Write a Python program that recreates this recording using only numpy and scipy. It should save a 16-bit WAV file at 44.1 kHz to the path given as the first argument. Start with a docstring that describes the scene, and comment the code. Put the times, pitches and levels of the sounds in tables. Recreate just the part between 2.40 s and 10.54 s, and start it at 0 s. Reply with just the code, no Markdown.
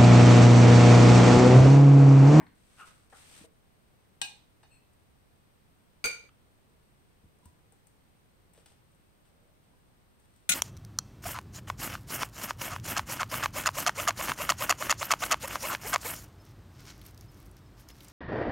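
"""Soft knocks and the swish of things sliding on a stone counter, close by in a quiet kitchen.
A spoon clinks on a ceramic plate, a steel utensil is put down, chopped salad drops from the spoon
with small wet ticks, and metal tongs clatter. Each impact on ceramic or steel excites a brief crack
and long-ringing modes; sliding makes friction noise. Two microphone ports hear it over a low rumble."""
import sys
import numpy as np
from scipy import signal
from scipy.fft import rfft, irfft, next_fast_len
from scipy.io import wavfile
from scipy.ndimage import uniform_filter1d

SR = 44100
rng = np.random.default_rng(int(sys.argv[2]) if len(sys.argv) > 2 else 0)


def digitize_waveform(pressure):
    """Quantize a signal to 16-bit integers and store it at the path in sys.argv[1].

    Rows of a 2-D input are taken as channels; values are limited to [-1, 1].
    """
    field = np.atleast_2d(pressure).T
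    bounded = np.clip(field, -1, 1)
    quanta = np.round(bounded * 32767).astype(np.int16)
    wavfile.write(sys.argv[1], SR, quanta)


N = 358974

# Spectrum of broad friction noise. Each row: frequency in Hz, relative density in dB.
FRICTION_SPECTRUM = [(100, 2), (500, -1), (1800, 2), (3500, 2), (6000, -4), (8500, -1), (11000, -10.5),
                     (15500, -13)]


def plate():
    """Impact excitation: the spoon strikes the ceramic plate, then touches it lightly."""
    # Each row: frequency in Hz, relative level in dB, nominal t60 in seconds.
    modes = [(800, -48, 0.34), (870, -49, 0.31), (1620, -39, 0.25), (2471, -37, 0.31), (2530, -39, 0.3),
             (2870, -38, 0.29), (2950, -43, 0.35), (3709, -39, 0.32), (3800, -43, 0.28), (4240, -37, 0.25),
             (4400, -48, 0.31), (4743, -45, 0.27), (5319, -52, 0.35), (5588, -48, 0.26), (5986, -49, 0.28),
             (6428, -49, 0.28), (6740, -55, 0.33), (7850, -54, 0.26), (8236, -54, 0.27), (8355, -51, 0.33),
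             (8520, -59, 0.35), (9152, -54, 0.3), (10400, -54, 0.21), (12100, -55, 0.28)]
    # Each row: start in seconds, strength in dB, share that goes into ringing in dB.
    hits = [(1.8151, 5, -5), (1.8172, 0, -16), (2.231, -34, 3.5)]
    # Each row: frequency in Hz, relative density in dB.
    crack_spectrum = [(100, -20), (550, -18), (850, 11.5), (1250, -12), (2900, 7.5), (4200, 10),
                      (5200, 1.5), (7000, -3), (7900, 7), (9300, -7.5), (12000, -12), (15500, -25)]
    crack = reverberate(cracks(hits, crack_spectrum, level_db=-30, t60=0.028), wet_db=-5.5, pan_db=11.5)
    return crack + ringing(hits, modes, level_db=1, t60_scale=0.94, flutter=1)


def utensil():
    """Rebound: a steel utensil lands, rattles and vibrates freely until its ring breaks off."""
    # Each row: frequency in Hz, relative level in dB, nominal t60 in seconds.
    modes = [(464, -40, 0.41), (1400, -40, 0.4), (1462, -36, 0.35), (1986, -47, 0.44), (2229, -38, 0.41),
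             (2275, -36, 0.46), (2353, -30, 0.42), (2385, -30, 0.4), (2445, -34, 0.39), (2814, -50, 0.42),
             (2998, -52, 0.39), (3704, -47, 0.44), (4199, -51, 0.4), (4576, -41, 0.34), (4651, -34, 0.35),
             (4722, -37, 0.39), (4813, -46, 0.37), (5080, -49, 0.38), (6228, -40, 0.37), (6300, -43, 0.36),
             (6460, -44, 0.37), (8080, -47, 0.27), (8689, -61, 0.37), (8920, -49, 0.25), (9200, -48, 0.26),
             (9950, -56, 0.36), (12160, -62, 0.36), (13000, -61, 0.34), (14850, -62, 0.38)]
    # Each row: start in seconds, strength in dB, share that goes into ringing in dB.
    hits = [(3.6411, 6.5, 0), (3.648, -2, -2.5), (3.6545, 9, -18), (3.727, -37, -5)]
    # Each row: frequency in Hz, relative density in dB.
    crack_spectrum = [(50, -21.5), (140, -2), (260, -7), (480, -8.5), (1000, -4), (2300, 1), (3200, -6.5),
                      (4600, 5), (5500, -21), (6300, 5), (7500, -7.5), (8200, -7.5), (11000, -15.5),
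                      (15500, -8)]
    crack = reverberate(cracks(hits, crack_spectrum, level_db=-34, t60=0.056), wet_db=-5, pan_db=2.5)
    ring = ringing(hits, modes, level_db=-4.5, t60_scale=0.94, flutter=1)
    stop_s = 3.897
    return (crack + ring) * np.clip((stop_s - np.arange(N) / SR) / 0.0014, 0, 1)


def tongs():
    """Repeated impact: two steel arms clatter, each contact exciting the same modes again."""
    # Each row: frequency in Hz, relative level in dB, t60 in seconds.
    modes = [(1440, -28, 0.33), (1530, -38, 0.4), (1700, -45, 0.29), (2067, -26, 0.28), (2450, -24, 0.17),
             (2560, -33, 0.4), (2800, -39, 0.4), (3472, -39, 0.4), (3740, -30, 0.33), (4245, -32, 0.39),
             (5200, -37, 0.4), (6000, -40, 0.27), (6260, -31, 0.4), (6790, -26, 0.17), (7686, -32, 0.4),
             (7722, -33, 0.4), (8100, -36, 0.13), (8965, -39, 0.4), (9574, -24, 0.09), (10645, -22, 0.09),
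             (12790, -35, 0.2), (14180, -40, 0.35), (14650, -28, 0.13)]
    # Each row: start in seconds, strength in dB, share that goes into ringing in dB.
    hits = [(8.0912, 5.5, -19), (8.093, -1, -0.5), (8.0975, -13, -17), (8.1165, -3.5, -12),
            (8.119, 4.5, -28), (8.1375, -12, -8)]
    # Each row: frequency in Hz, relative density in dB.
    crack_spectrum = [(50, -17), (150, -6), (300, -37), (700, -5), (1000, -12.5), (1500, 2.5), (2600, 6),
                      (4000, 9), (4800, 0), (6800, 9.5), (8400, -5), (11000, -16), (15500, 1.5)]
    crack = reverberate(cracks(hits, crack_spectrum, level_db=-24, t60=0.072), wet_db=-6.5, pan_db=6.5)
    return crack + ringing(hits, modes, level_db=0, t60_scale=1, flutter=0.45)


def cracks(hits, spectrum, level_db, t60):
    """Modal overlap: the dense, fast-dying modes of each contact merge into a burst of noise."""
    out, t = np.zeros((2, N)), np.arange(SR // 5) / SR
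    attack = 1 - np.exp(-t / 0.0003)
    for start, strength_db, _ in hits:
        burst = at_ports(np.array([noise(spectrum, len(t)) for port in range(2)]))
        add(out, start, gain_of(strength_db + level_db) * attack * decay(t, t60) * burst)
    return out


def ringing(hits, modes, level_db, t60_scale, flutter):
    """Free vibration: each contact adds energy to the long modes, and reflections make them flutter."""
    out, start = np.zeros((2, N)), hits[0][0]
    t = np.arange(start, hits[-1][0] + 0.35, 1 / SR)
    for hz, db, t60 in modes:
        energy = np.zeros(len(t))
        for hit_s, strength_db, share_db in hits:
            envelope = (t > hit_s) * decay(abs(t - hit_s), t60 * t60_scale)
            energy += (gain_of(strength_db + share_db) * envelope) ** 2
        amplitude = np.sqrt(np.maximum(uniform_filter1d(energy, 16), 0))
        # The reflections sum to a slowly wandering complex gain at each port.
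        real, imag = unit_rms(uniform_filter1d(rng.standard_normal((2, 2, SR)), 900))[..., :len(t)]
        paths = (1 + flutter * (real + 1j * imag)) / np.sqrt(1 + 2 * flutter ** 2)
        cycles = hz * (t - start) + rng.random((2, 1))  # each port has its own phase
        add(out, start, gain_of(db + level_db) * amplitude * (paths * np.exp(2j * np.pi * cycles)).real)
    return out


def thumps():
    """Structure-borne sound: dull, low blows travel through the counter."""
    # Each row: start in seconds, level in dB, pitch in Hz, t60 in seconds.
    blows = [(0.008, -54, 223, 0.4), (1.011, -50, 190, 0.077), (1.816, -50.5, 234, 0.065),
             (3.644, -41.5, 125, 0.064), (4.832, -53.5, 113, 0.12), (5.058, -50, 126, 0.081),
             (8.101, -39.5, 155, 0.092)]
    out = np.zeros(N)
    for start, db, hz, t60 in blows:
        add(out, start, blow(db, hz, 0.92 * hz, t60))
    return out


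def clacks():
    """Damped resonance: hollow clacks, and a small click where the utensil's ring breaks off."""
    # Each row: start in seconds, level in dB, pitch in Hz, relative octave level in dB, t60 in seconds.
    bursts = [(0.002, -51.5, 940, -3.5, 0.17), (0.066, -51.5, 1900, -7.5, 0.034),
              (0.725, -53.5, 714, 2.5, 0.12), (1.04, -52, 480, -9, 0.07), (2.231, -58.5, 845, -2.5, 0.08),
              (3.651, -41, 470, -2, 0.055), (3.836, -61, 457, -18, 0.11), (3.89, -51, 1330, -2, 0.017),
              (8.097, -52, 720, -6, 0.34)]
    out = np.zeros(N)
    for start, db, hz, octave_db, t60 in bursts:
        for note_hz, note_db in ((hz, db), (2 * hz, db + octave_db)):
            add(out, start, blow(note_db, note_hz, 0.45 * note_hz, t60))
    return out


def spoon_touches():
    """Damped resonance: the loaded spoon touches the plate with one short note."""
    # Each row: start in seconds, level in dB.
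    touches = [(5.028, -65), (5.056, -56), (7.332, -65.5)]
    out = np.zeros(N)
    for start, db in touches:
        add(out, start, blow(db, hz=983, width_hz=39, t60=0.073))
    return out


def salad_flops():
    """Inelastic impact: salad lands on the plate with a low pat and a broadband splat."""
    # Each row: start in seconds, pat level in dB, splat level in dB.
    landings = [(5.323, -63, -71), (6.175, -55, -59), (6.259, -64, -50.5), (6.314, -62, -74),
                (7.332, -64, -82)]
    out = np.zeros(N)
    for start, pat_db, splat_db in landings:
        add(out, start, blow(pat_db, hz=503, width_hz=480, t60=0.059))
        add(out, start, blow(splat_db, hz=3000, width_hz=6400, t60=0.037))
    return out


def wet_ticks(faint_db=-68):
    """Brief transients are broadband: wet food leaves the spoon in clear snaps and faint random ones."""
    # Each row: start in seconds, level in dB.
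    clear = [(2.534, -63), (5.056, -51.5), (5.323, -57), (5.47, -54), (6.135, -55.5), (6.259, -53.5),
             (7.799, -61), (7.962, -59)]
    # Each row: frequency in Hz, relative density in dB.
    spectrum = [(500, -42), (1500, -8), (4000, -14), (6500, -5), (8500, 1), (12000, -12), (15500, -1)]
    out, t = np.zeros(N), np.arange(SR // 8) / SR
    faint = [(start, faint_db) for start in rng.uniform(4.1, 7.0, size=6)]  # while salad is served
    for start, db in clear + faint:
        add(out, start, gain_of(db) * decay(t, t60=0.024) * noise(spectrum, len(t)))
    return out


def scuff():
    """Stick-slip friction: something scuffs the counter with grit and a short falling squeak."""
    # Each row: start in seconds, hold in seconds, level in dB.
    strokes = [(0.394, 0.027, -54.5)]
    # Each row: frequency in Hz, relative density in dB.
    grit_spectrum = [(200, -15), (900, -10), (1200, -1), (1420, 3), (1800, -11), (2250, -12), (2800, -8),
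                     (3500, -28), (6000, -39), (15000, -34)]
    # Each row: frequency in Hz, bandwidth in Hz, relative level in dB.
    squeak_modes = [(1520, 250, 2), (2900, 460, -4.5)]
    out = np.zeros(N)
    for row in strokes:
        out += rub(stroke(*row, attack_s=0.04, release_s=0.23), grit_spectrum, grain_db=3)
        out += sing(stroke(*row, attack_s=0.04, release_s=0.07), squeak_modes, fall_hz_per_s=3000)
    return out


def serving():
    """Sliding friction: the spoon sings as it is drawn from under the food; salad slides and rustles."""
    # Each row: frequency in Hz, bandwidth in Hz, relative level in dB.
    spoon_modes = [(2620, 200, 0.5), (4230, 130, -7.5), (8130, 680, -8)]
    slide_modes = [(550, 140, 0)]
    # Each row: start in seconds, hold in seconds, level in dB.
    scrapes = [(2.322, 0.03, -66.5)]
    slides = [(6.95, 0.088, -75)]
    rustles = [(5.045, 0.018, -70), (6.15, 0.058, -69), (6.265, 0.055, -69), (6.855, 0.035, -75),
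               (7.24, 0.013, -78), (7.79, 0.25, -77.5)]
    out = np.zeros(N)
    for row in scrapes:
        out += sing(stroke(*row, attack_s=0.06, release_s=0.14), spoon_modes)
    for row in slides:
        out += sing(stroke(*row, attack_s=0.55, release_s=0.55), slide_modes)
    for row in rustles:
        out += rub(stroke(*row, attack_s=0.03, release_s=0.046), FRICTION_SPECTRUM, grain_db=3)
    return out


def swishes(level_db):
    """Smooth friction: two long slides across the counter reach the ports uncorrelated."""
    # One curve for each slide. Each point: time in seconds, relative level in dB.
    curves = [
        [(0.15, -80), (0.354, -71), (0.406, -64), (0.45, -70), (0.472, -61.5), (0.53, -70.5), (0.68, -80)],
        [(0.7, -69), (0.714, -73), (0.78, -61.5), (0.852, -64), (0.976, -59.5), (1.058, -64.5), (1.075, -88)],
    ]
    ports = [sum(rub(curve, FRICTION_SPECTRUM, grain_db=1.5) for curve in curves) for port in range(2)]
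    return gain_of(level_db) * np.array(ports)


def blow(db, hz, width_hz, t60):
    """Impulse response: one well-damped band of noise rises quickly and dies away."""
    t = np.arange(SR // 3) / SR
    envelope = decay(t, t60) * (1 - np.exp(-t / 0.0011))
    burst = unit_rms(resonance(hz, width_hz, len(t)) * envelope)
    return gain_of(db) * np.sqrt(np.mean(envelope ** 2)) * burst


def rub(curve, spectrum, grain_db):
    """Stick-slip modulation: the level of friction noise jumps as the surfaces catch and slip."""
    times, db = np.transpose(curve)
    out, t = np.zeros(N), np.arange(times[0], times[-1], 1 / SR)
    catch = unit_rms(uniform_filter1d(rng.standard_normal(len(t)), 128))
    grit = unit_rms(gain_of(grain_db * catch)) * noise(spectrum, next_fast_len(len(t), True))[:len(t)]
    add(out, times[0], gain_of(np.interp(t, times, db)) * grit)
    return out


def sing(curve, modes, fall_hz_per_s=0):
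    """Forced vibration: light friction keeps a few resonances sounding; their pitch may fall."""
    times, db = np.transpose(curve)
    out, t = np.zeros(N), np.arange(0, times[-1] - times[0], 1 / SR)
    size = next_fast_len(len(t), True)
    steady = sum(gain_of(level) * resonance(hz, width_hz, size) for hz, width_hz, level in modes)
    shifted = (signal.hilbert(steady)[:len(t)] * np.exp(-1j * np.pi * fall_hz_per_s * t ** 2)).real
    add(out, times[0], gain_of(np.interp(times[0] + t, times, db)) * shifted)
    return out


def stroke(start, hold_s, db, attack_s, release_s):
    """Envelope of one stroke: up by 40 dB ahead of its start, held, and down again."""
    end = start + hold_s
    return [(start - attack_s, db - 40), (start, db), (end, db), (end + release_s, db - 40)]


def reverberate(sound, wet_db, pan_db):
    """Reverberation: counter and wall reflections follow the direct sound, each band with its own decay."""
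    # Each row: frequency in Hz, t60 in seconds.
    decay_times = [(150, 0.29), (1000, 0.43), (3000, 0.47), (6000, 0.41), (9000, 0.33), (15000, 0.23)]
    shape = (2, SR // 2)
    reflections = at_ports(rng.standard_normal(shape) * (rng.random(shape) < 0.1))
    hz, t, bands = signal.stft(reflections, SR, nperseg=256)
    tail = signal.istft(bands * decay(t, lookup(decay_times, hz)[:, None]), SR, nperseg=256)[1]
    tail *= np.clip(np.arange(tail.shape[1]) / SR / 0.00093 - 1, 0, 1)  # gap before the first reflection
    tail /= np.linalg.norm(tail, axis=1, keepdims=True)
    stereo = sound * np.ones((2, 1))
    direct = stereo * gain_of([[pan_db / 2], [-pan_db / 2]])
    return direct + gain_of(wet_db) * signal.fftconvolve(stereo, tail, axes=1)[:, :N]


def room_tone(level_db, pan_db):
    """Ambient noise: the room's air gives a steady low rumble."""
    # Each row: frequency in Hz, relative density in dB.
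    spectrum = [(20, -7.5), (45, -2.5), (85, -1.5), (160, -3.5), (300, -9), (600, -12), (1000, -14),
                (2000, -18.5), (4000, -22.5), (6500, -30.5), (8500, -29), (11000, -34.5), (15500, -41.5)]
    air = at_ports(np.array([noise(spectrum, next_fast_len(N, True)) for port in range(2)]))
    return gain_of([[level_db + pan_db / 2], [level_db - pan_db / 2]]) * air[:, :N]


def at_ports(pair, lag_s=0.00039):
    """Partial coherence: two unrelated sounds gain a common part, which reaches the right port later."""
    # Each row: frequency in Hz, left-right correlation from 0 to 1.
    correlation = [(30, 0.14), (100, 0.29), (250, 0.25), (600, 0.24), (1500, 0.16), (5000, 0.087)]
    size = next_fast_len(pair.shape[1], True)
    hz = np.fft.rfftfreq(size, 1 / SR)
    left, unrelated = rfft(pair, size)
    common = lookup(correlation, hz)
    right = common * left * np.exp(-2j * np.pi * hz * lag_s) + np.sqrt(1 - common ** 2) * unrelated
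    return irfft(np.array([left, right]), size)[:, :pair.shape[1]]


def port_filter(sound, response, size=2048):
    """Minimum-phase filtering: the Hilbert transform of the log gain gives a causal response."""
    log_gain = np.log(gain_of(lookup(response, abs(np.fft.fftfreq(size, 1 / SR)))))
    taps = np.fft.ifft(np.exp(np.conj(signal.hilbert(log_gain)))).real
    return signal.oaconvolve(sound, taps[:size // 2])[:N]


def resonance(centre_hz, width_hz, size):
    """Resonant filtering: noise of rms 1 under one Lorentzian peak."""
    detuning = 2 * (np.fft.rfftfreq(size, 1 / SR) - centre_hz) / width_hz
    return unit_rms(irfft(rfft(rng.standard_normal(size)) / (1 + detuning ** 2), size))


def noise(spectrum, size):
    """Spectral shaping: noise of rms 1 with the given spectrum."""
    hz = np.fft.rfftfreq(size, 1 / SR)
    return unit_rms(irfft(rfft(rng.standard_normal(size)) * gain_of(lookup(spectrum, hz)), size))


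def decay(t, t60):
    """Exponential damping, 60 dB down at t60."""
    return np.exp(-np.log(1000) * t / t60)


def gain_of(db):
    """Amplitude ratio of a level in decibels."""
    return 10 ** (np.asarray(db) / 20)


def unit_rms(x):
    """Normalisation to rms 1."""
    return x / np.sqrt(np.mean(x ** 2) + 1e-20)


def lookup(table, hz):
    """Interpolation on a log-frequency axis."""
    frequencies, values = np.transpose(table)
    return np.interp(np.log(hz + 1), np.log(frequencies + 1), values)


def add(mix, start, sound):
    """Superposition: a sound joins the mix at its start in seconds."""
    part = mix[..., max(round(start * SR), 0):][..., :sound.shape[-1]]
    part += sound[..., :part.shape[-1]]


def scene():
    """Superposition of three clinking things, softer noises and the room."""
    clinks = plate() + utensil() + tongs()
    soft = scuff() + serving() + wet_ticks() + thumps() + clacks() + spoon_touches() + salad_flops()
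    soft = reverberate(soft, wet_db=-3.5, pan_db=4)
    return clinks + soft + swishes(level_db=6) + room_tone(level_db=-64.5, pan_db=0.5)


def record(dry, hiss_db=-78, cutoff_hz=15800):
    """Microphone response: each port colours the sound, faint hiss joins it, and the band is limited."""
    # The left port resonates in the treble, the right is muffled. Each row: frequency in Hz, gain in dB.
    left_port = [(100, 1), (1500, -2), (5000, -3.5), (6500, -4.5), (7300, -2.5), (8300, 9.5), (9300, 5),
                 (11000, 3), (13000, 1), (16000, -6)]
    right_port = [(100, 2.5), (1500, -2), (5000, -1.5), (6300, 2), (7000, -2), (8000, -25.5),
                  (10000, -12.5), (13000, 0.5), (16000, -29)]
    # Each row: frequency in Hz, relative density in dB.
    hiss_spectrum = [(100, -4), (5000, -13), (8000, -5.5), (11000, -4.5), (13500, 2), (15700, -1)]
    coloured = np.array([port_filter(dry[0], left_port), port_filter(dry[1], right_port)])
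    hiss = gain_of(hiss_db) * np.array([noise(hiss_spectrum, next_fast_len(N))[:N] for port in range(2)])
    low_pass = signal.firwin(511, cutoff_hz, window=("kaiser", 9), fs=SR)
    return signal.oaconvolve(coloured + hiss, low_pass[None], "same", axes=1)


dry = scene()
out = record(dry)
digitize_waveform(out)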